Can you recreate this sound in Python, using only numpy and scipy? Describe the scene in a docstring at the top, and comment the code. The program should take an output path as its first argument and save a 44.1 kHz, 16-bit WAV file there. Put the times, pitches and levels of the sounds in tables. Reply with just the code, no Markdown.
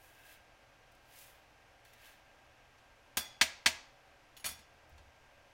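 """Scraping powder on a glass slab

A steel scraper sweeps powder into a heap on a glass slab, in a small room with a fan running.
Its edge is tapped once and knocked twice to shed the powder; it is then laid flat with a short
clatter, and a pestle is lifted off with a soft bump. Fan and powder are coloured noise, the fan
with added tones. Glass, desk and steel are sets of fading sine tones, the glass and steel with
short noise bursts as well; the room adds a fading noise tail.
"""
import sys
import numpy as np
from scipy import signal
from scipy.fft import rfft, irfft, next_fast_len
from scipy.io import wavfile
from scipy.ndimage import map_coordinates

SR = 44100
rng = np.random.default_rng(int(sys.argv[2]) if len(sys.argv) > 2 else 0)


def file_out(sig):
    """Save sig as 16-bit WAV at sys.argv[1]."""
    # one column per channel
    cols = np.atleast_2d(sig).T
    # limit, then scale
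    lim = np.clip(cols, -1, 1)
    pcm = np.round(lim * 32767).astype(np.int16)
    wavfile.write(sys.argv[1], SR, pcm)


N = 243873  # length of the scene in samples
T = np.arange(SR * 3 // 5) / SR  # time within one struck sound, in seconds


def amp(db):
    """Turn decibels into a gain."""
    return 10 ** (np.asarray(db) / 20)


def unit(x):
    """Scale a sound to rms 1."""
    return x / np.sqrt(np.mean(x ** 2) + 1e-20)


def along(points, hz):
    """Read (f/Hz, value) points at any frequency, with straight lines on a log axis."""
    point_hz, value = np.transpose(points)
    return np.interp(np.log(hz + 1), np.log(point_hz + 1), value)


def fade(t, t60):
    """Free decay: the sound falls 60 dB in t60 seconds."""
    return np.exp(-np.log(1000) * t / t60)


def rise_from_zero(rise_s):
    """A soft start: the sound grows smoothly instead of jumping in."""
    return 1 - np.exp(-T / rise_s)


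def wobble(rate):
    """A smooth random curve through `rate` random points a second."""
    points = rng.standard_normal(int(N * rate / SR) + 4)
    return map_coordinates(points, [np.arange(N) * rate / SR])


def filtered(x, response):
    """Multiply the spectrum of x by a response of frequency."""
    size = next_fast_len(len(x) + SR // 4)
    spectrum = rfft(x, size) * response(np.fft.rfftfreq(size, 1 / SR))
    return irfft(spectrum, size)[:len(x)]


def noise(spectrum, size):
    """Noise of rms 1 with the given colour."""
    return unit(filtered(rng.standard_normal(size), lambda hz: amp(along(spectrum, hz))))


def add(track, s, sound):
    """Mix a sound into the track at time s."""
    part = track[round(s * SR):][:len(sound)]
    part += sound[:len(part)]


def ring(modes, scatter_db):
    """Tones of a struck body, set off together and fading, each at a slightly new strength."""
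    hz, db, t60 = np.transpose(modes)[:, :, None]
    strength = amp(db + scatter_db * rng.standard_normal(hz.shape))
    return np.sum(strength * fade(T, t60) * np.sin(2 * np.pi * hz * T), axis=0)


def wash(spectrum, t60, rise):
    """The crowd of weak plate modes: it swells as bending waves spread, and dies fast."""
    return noise(spectrum, len(T)) * fade(T, t60) * rise_from_zero(rise)


# colour of the room's air noise: (f/Hz, relative level per Hz/dB)
AIR_COLOUR = [(15, -5), (33, -0.5), (75, -5.5), (125, -8), (175, -16.5), (240, -11.5), (400, -13.5),
              (560, -6), (800, -7), (1150, -11.5), (2600, -12.5), (3900, -21.5), (6000, -23.5), (8000, -31),
              (13000, -35), (15500, -40)]
# fan tones: (f/Hz, typical level/dB)
FAN_TONES = [(77, -82), (120, -80), (307, -85.5), (560, -83), (695, -83.5), (770, -79), (1594, -76)]


def fan():
    """Steady air noise with a few tones, slightly unsteady in level and phase."""
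    t = np.arange(N) / SR
    tones = np.zeros(N)
    for hz, db in FAN_TONES:
        level = amp(db + 1.7 * wobble(3.93)) * np.sqrt(2)  # sqrt(2): dB counts rms, not peak
        tones += level * np.sin(2 * np.pi * hz * t + 0.84 * wobble(6.3))
    return amp(-64.0) * noise(AIR_COLOUR, N) + tones


# how long the room rings: (f/Hz, t60/s)
ROOM_DECAY = [(100, 0.42), (700, 0.61), (2500, 0.45), (6000, 0.43), (10000, 0.26), (15000, .2)]


def room_tail(spectrum):
    """Diffuse sound of the given colour: walls answer after a few milliseconds, treble dies early."""
    hz, t, z = signal.stft(noise(spectrum, len(T)), SR, nperseg=256)
    fading = z * fade(t, along(ROOM_DECAY, hz)[:, None])
    tail = signal.istft(fading, SR, nperseg=256)[1][:len(T)]
    return tail * (1 - np.exp(-(T / 0.0044) ** 2))


def room(x):
    """The room's answer to a small source: the sound smeared by an evenly coloured tail."""
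    tail = room_tail([(1, 0)])
    return signal.fftconvolve(x, tail / np.linalg.norm(tail))[:N]


# tones of the desk: (f/Hz, relative level/dB, t60/s)
DESK_MODES = [(47.8, -14, 0.11), (75, -2, 0.22), (136.4, -4, 0.068), (174.5, 1.5, 0.054), (217.7, 2, 0.12),
              (246, 3.5, 0.095), (352.6, 4.5, 0.055)]


def desk():
    """The low thud of the desk under the slab."""
    return ring(DESK_MODES, scatter_db=.5) * rise_from_zero(.003)


def soft_thud(soft_hz):
    """A slow contact stirs only the lowest modes of the desk."""
    return signal.sosfilt(signal.butter(4, soft_hz, fs=SR, output="sos"), desk())


# the slab's strongest bending modes: (f/Hz, relative level/dB, t60/s)
GLASS_MODES = [(641.6, -11.5, 0.15), (988, -10.5, 0.073), (1216, -10, 0.051), (1624, -4.5, 0.037),
               (1649, 3, 0.04), (1798, -1.5, 0.074), (1998, -1, 0.07), (2017, -10.5, 0.055),
               (2370, 2.5, 0.026), (2376, 5.5, 0.017), (2560, -5.5, 0.036), (2830, 2, 0.038),
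               (2997, -9, 0.085), (3210, -23.5, 0.069), (3244, 2.5, 0.033), (3530, 1.5, 0.051),
               (3665, 2.5, 0.04), (4140, -14, 0.084), (4200, -4.5, 0.077), (4340, 1.5, 0.057),
               (4530, -1.5, 0.073), (5000, -10, 0.072), (5420, -5, 0.065), (5850, -1, 0.081),
               (6550, -18.5, 0.12), (7000, -14, 0.2), (7300, -12.5, 0.065), (7680, -12, 0.06),
               (8580, -25, 0.064), (8790, -15, 0.083)]
# the crowd of weak modes of the glass: (f/Hz, relative level per Hz/dB)
GLASS_WASH_COLOUR = [(60, -15), (200, -13.5), (500, -16.5), (700, 0), (1400, -4), (2300, 4.5), (4500, 1),
                     (6200, -3), (8500, -5), (11000, -12.5), (15500, -39.5)]


def glass():
    """The slab, damped by the desk it lies on: strong tones plus a wash of weak ones."""
    modes = ring(GLASS_MODES, scatter_db=.5) * rise_from_zero(.002)
    return modes + amp(4.5) * wash(GLASS_WASH_COLOUR, t60=0.1, rise=0.0016)


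# the steel blade: (f/Hz before detuning, t60/s before contact damping,
#                   relative level struck on its edge/dB, relative level struck on its face/dB)
BLADE_MODES = [(1610, 0.19, -5, -19), (2440, 0.58, -20, -14), (2740, 0.36, -15, -28),
               (3040, 0.0875, -28, 0), (3430, 0.656, -14, -16), (3350, 0.57, -13.5, -29),
               (3450, 0.31, -6, -14.5), (3730, 0.11, -5.5, -24), (4280, 0.32, -17, -28),
               (4420, 0.29, -16.5, -7), (4690, 0.47, -11.5, -14), (5070, 0.22, -10.5, -7.5),
               (5610, 0.52, -22, -14.5), (5720, 0.2, -3.5, -6.5), (6580, 0.14, 1, -8),
               (6720, 0.127, -26, -2), (7400, 0.47, -24, -23), (7700, 0.16, -33.5, -7),
               (9050, 0.092, -0.5, -29), (9470, 0.087, -2.5, -26), (9400, 0.1, -5, -18),
               (9440, .15, -25, -1), (9660, 0.1, -16.5, 1.5), (10600, .14, -16, -4), (11560, .13, -25, -3),
               (12505, 0.088, -5.5, -1), (13300, .15, -4, -22), (15080, 0.078, -12.5, -20)]


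def blade(on_edge, sustain, detune):
    """The ring of the steel: where it is struck picks the modes, and contact damps and shifts them."""
    hz, t60, edge_db, face_db = np.transpose(BLADE_MODES)
    hz = hz * (1 + detune * rng.standard_normal(len(hz)))
    modes = np.transpose([hz, edge_db if on_edge else face_db, sustain * t60])
    return ring(modes, scatter_db=1) * rise_from_zero(.001)


# light touches of steel or pestle: (t/s, tick level/dB, glass level/dB)
LIGHT_TOUCHES = [(0.917, -65, -80), (.949, -66, -87), (1.186, -52, -83), (1.849, -60, -67),
                 (1.933, -58, -71.5), (2.781, -76, -72.5), (4.893, -67, -88), (4.978, -69, -68.5)]
# the pestle rocks the desk as it is lifted: (t/s, level/dB)
PESTLE_BUMPS = [(4.915, -48), (4.941, -54), (4.989, -50), (5.051, -53.5)]


def handling():
    """Tiny bright ticks on the glass, and the soft bumps of the pestle on the desk."""
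    out = np.zeros(N)
    for s, tick_db, glass_db in LIGHT_TOUCHES:
        tick = wash(POWDER_COLOUR, t60=0.05, rise=.001)
        add(out, s, amp(tick_db) * tick + amp(glass_db) * glass())
    for s, db in PESTLE_BUMPS:
        add(out, s, amp(db) * soft_thud(soft_hz=104))
    return out


# the blade propped on one corner: (f/Hz, relative level/dB, t60/s)
CORNER_MODES = [(2970, -1, 0.16), (3360, -3, .07), (4200, -9, .08), (5520, -12, 0.43), (6705, -9, 0.22),
                (9620, -11, .15), (10575, -8, 0.2), (14330, -9, .12)]
# weak modes of the propped blade: (f/Hz, relative level per Hz/dB)
CORNER_WASH_COLOUR = [(1500, -10), (2900, 0), (4500, -2.5), (8000, -9), (11000, -8), (15500, -9)]


def corner_clink():
    """One corner touches the slab: a few steel tones over a short wash."""
    tones = ring(CORNER_MODES, scatter_db=3)
    return tones + amp(5) * wash(CORNER_WASH_COLOUR, t60=0.077, rise=.0005)


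# light clinks of that corner: (t/s, level/dB)
CORNER_CLINKS = [(4.3668, -59), (4.372, -57.5), (4.398, -61.5)]
# the scraper laid flat, first its landing and then its rattle: (t/s, blade level/dB)
CLATTER_HITS = [(4.4425, -48.5), (4.455, -40.5), (4.462, -39), (4.476, -55), (4.488, -46.5), (4.513, -53),
                (4.590, -69)]
# the crowd of weak modes of the steel: (f/Hz, relative level per Hz/dB)
STEEL_WASH_COLOUR = [(200, -14.5), (700, 0.5), (1500, 0.5), (3000, 0), (6000, -4.5), (10000, -1),
                     (15500, -2.5)]
LANDING_GLASS_DB, RATTLE_GLASS_DB = -43, -66  # only the landing strikes the slab hard
SETTLE_DESK_DB, SETTLE_DB_PER_S = -52, 55  # the thud of the desk fades as the scraper settles


def laying_down():
    """One corner clinks on the slab, then the blade slaps the glass and rattles to rest."""
    out, landing_s = np.zeros(N), CLATTER_HITS[0][0]
    for s, db in CORNER_CLINKS:
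        add(out, s, amp(db) * corner_clink())
    for s, blade_db in CLATTER_HITS:
        glass_db = LANDING_GLASS_DB if s == landing_s else RATTLE_GLASS_DB
        desk_db = SETTLE_DESK_DB - SETTLE_DB_PER_S * (s - landing_s)
        steel = blade(on_edge=False, sustain=0.57, detune=0.00297)
        steel = steel + amp(1.5) * wash(STEEL_WASH_COLOUR, t60=0.14, rise=0.00035)
        add(out, s, amp(blade_db) * steel)
        add(out, s, amp(glass_db) * glass())
        add(out, s, amp(desk_db) * soft_thud(soft_hz=196))
    return out


# edge-on knocks: (t/s, glass level/dB, steel crack level/dB, blade ring level/dB, desk level/dB)
EDGE_KNOCKS = [(3.1701, -41, -27.5, -36.5, -46), (3.4114, -24, -32, -61, -44),
               (3.6594, -24.5, -33, -47, -43.5)]


def slab_knocks():
    """The edge lands on one spot, so the slab answers alike; its wide face fills the room evenly."""
    out, slab, thud = np.zeros(N), glass(), desk()
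    for s, glass_db, _, _, desk_db in EDGE_KNOCKS:
        slab_in_room = slab + amp(-17.0) * room_tail(GLASS_WASH_COLOUR)
        add(out, s, amp(glass_db) * slab_in_room + amp(desk_db) * thud)
    return out + amp(-18) * room(out)  # the strongest modes linger between the walls


def blade_knocks():
    """The steel cracks at each knock; a light tap leaves it free to ring."""
    out = np.zeros(N)
    for s, _, crack_db, ring_db, _ in EDGE_KNOCKS:
        crack = wash(STEEL_WASH_COLOUR, t60=0.12, rise=0.00054)
        steel = blade(on_edge=True, sustain=0.97, detune=0)
        add(out, s, amp(crack_db) * crack + amp(ring_db) * steel)
    return out


# the blade pressed on the glass: (f/Hz, width/Hz, relative level/dB)
CHATTER_MODES = [(1624, 41, 0), (2030, 47, -16.5), (2612, 28, -4), (3370, 31, -12), (3790, 55, -15.5)]


def chatter_response(hz):
    """Resonances of the pressed blade, with signs that alternate from one to the next."""
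    total = 0
    for k, (center, width, db) in enumerate(CHATTER_MODES):
        damping = 1j * hz * width
        total = total + (-1) ** k * amp(db) * damping / (center ** 2 - hz ** 2 + damping)
    return total


# sweeps of the edge over the glass: (t at full speed/s, speed-up/s, slow-down/s,
#     powder hiss level/dB, edge rub level/dB, blade chatter level/dB), levels at full speed
SWEEPS = [(.05, 0.17, .22, -66.5, -83, -71), (.325, 0.25, 0.085, -62, -66, -61.5),
          (1.195, .135, 0.2, -56, -63, -81), (1.865, 0.027, 0.17, -73, -74, -77),
          (2.075, 0.13, 0.12, -62, -62, -65)]
# colour of the powder hiss: (f/Hz, relative level per Hz/dB)
POWDER_COLOUR = [(2500, -19), (5000, -4.5), (7500, -5), (11500, -1.5), (15500, -2.5)]
# colour of the edge rubbing on glass: (f/Hz, relative level per Hz/dB)
RUB_COLOUR = [(500, -40), (1100, -17), (1800, -1), (3000, -0.5), (4500, -8), (7000, -13.5), (12000, -34)]
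STROKE_RANGE_DB = 22  # fall of the hiss from full speed to either end of a sweep
STROKE_SHAPE = 1.18  # 1 = pointed, 2 = rounded
RUB_FOLLOWS, CHATTER_FOLLOWS = 0.62, 0.97  # dB for each dB of hiss
# the last sweep trails off in a light drag that only makes the blade sing
DRAG_START_S, DRAG_END_S, DRAG_FADE_S, DRAG_DB = 2.22, 2.7, .06, -76.5


def sweeps():
    """Each sweep speeds up and slows down: grains hiss, the edge rubs the glass, the blade chatters."""
    t = np.arange(N) / SR
    hiss, rub, press = np.zeros((3, N))  # loudness curves
    for s, up_s, down_s, hiss_db, rub_db, chatter_db in SWEEPS:
        from_peak = np.maximum((s - t) / up_s, (t - s) / down_s)  # 0 at full speed, 1 at either end
        speed_db = -STROKE_RANGE_DB * from_peak ** STROKE_SHAPE
        hiss += amp(hiss_db + speed_db)
        rub += amp(rub_db + RUB_FOLLOWS * speed_db)
        press += amp(chatter_db + CHATTER_FOLLOWS * speed_db)
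    drag_edges = np.minimum(t - DRAG_START_S, DRAG_END_S - t) / DRAG_FADE_S
    press += amp(DRAG_DB) * np.clip(drag_edges, 0, 1)

    grit = unit(amp(1.06 * wobble(70) + 1.6 * wobble(900)))  # clumps and single grains
    scrape = grit * (hiss * noise(POWDER_COLOUR, N) + rub * noise(RUB_COLOUR, N))
    chatter = unit(filtered(rng.standard_normal(N), chatter_response))
    return scrape + press * chatter


def scene():
    """Work on the slab, its room sound and the fan."""
    work = sweeps() + blade_knocks() + laying_down() + handling()
    return (work + amp(-12) * room(work) + slab_knocks() + fan())[None]


TOP_HZ = 15900  # the sound stops steeply above this


def top_cut(hz):
    """A very steep cut of the highest treble."""
    return 1 / np.sqrt(1 + (hz / TOP_HZ) ** 200)


def record(dry):
    """Keep almost nothing above the top of the band."""
    return np.array([filtered(channel, top_cut) for channel in dry])


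dry = scene()
out = record(dry)
file_out(out)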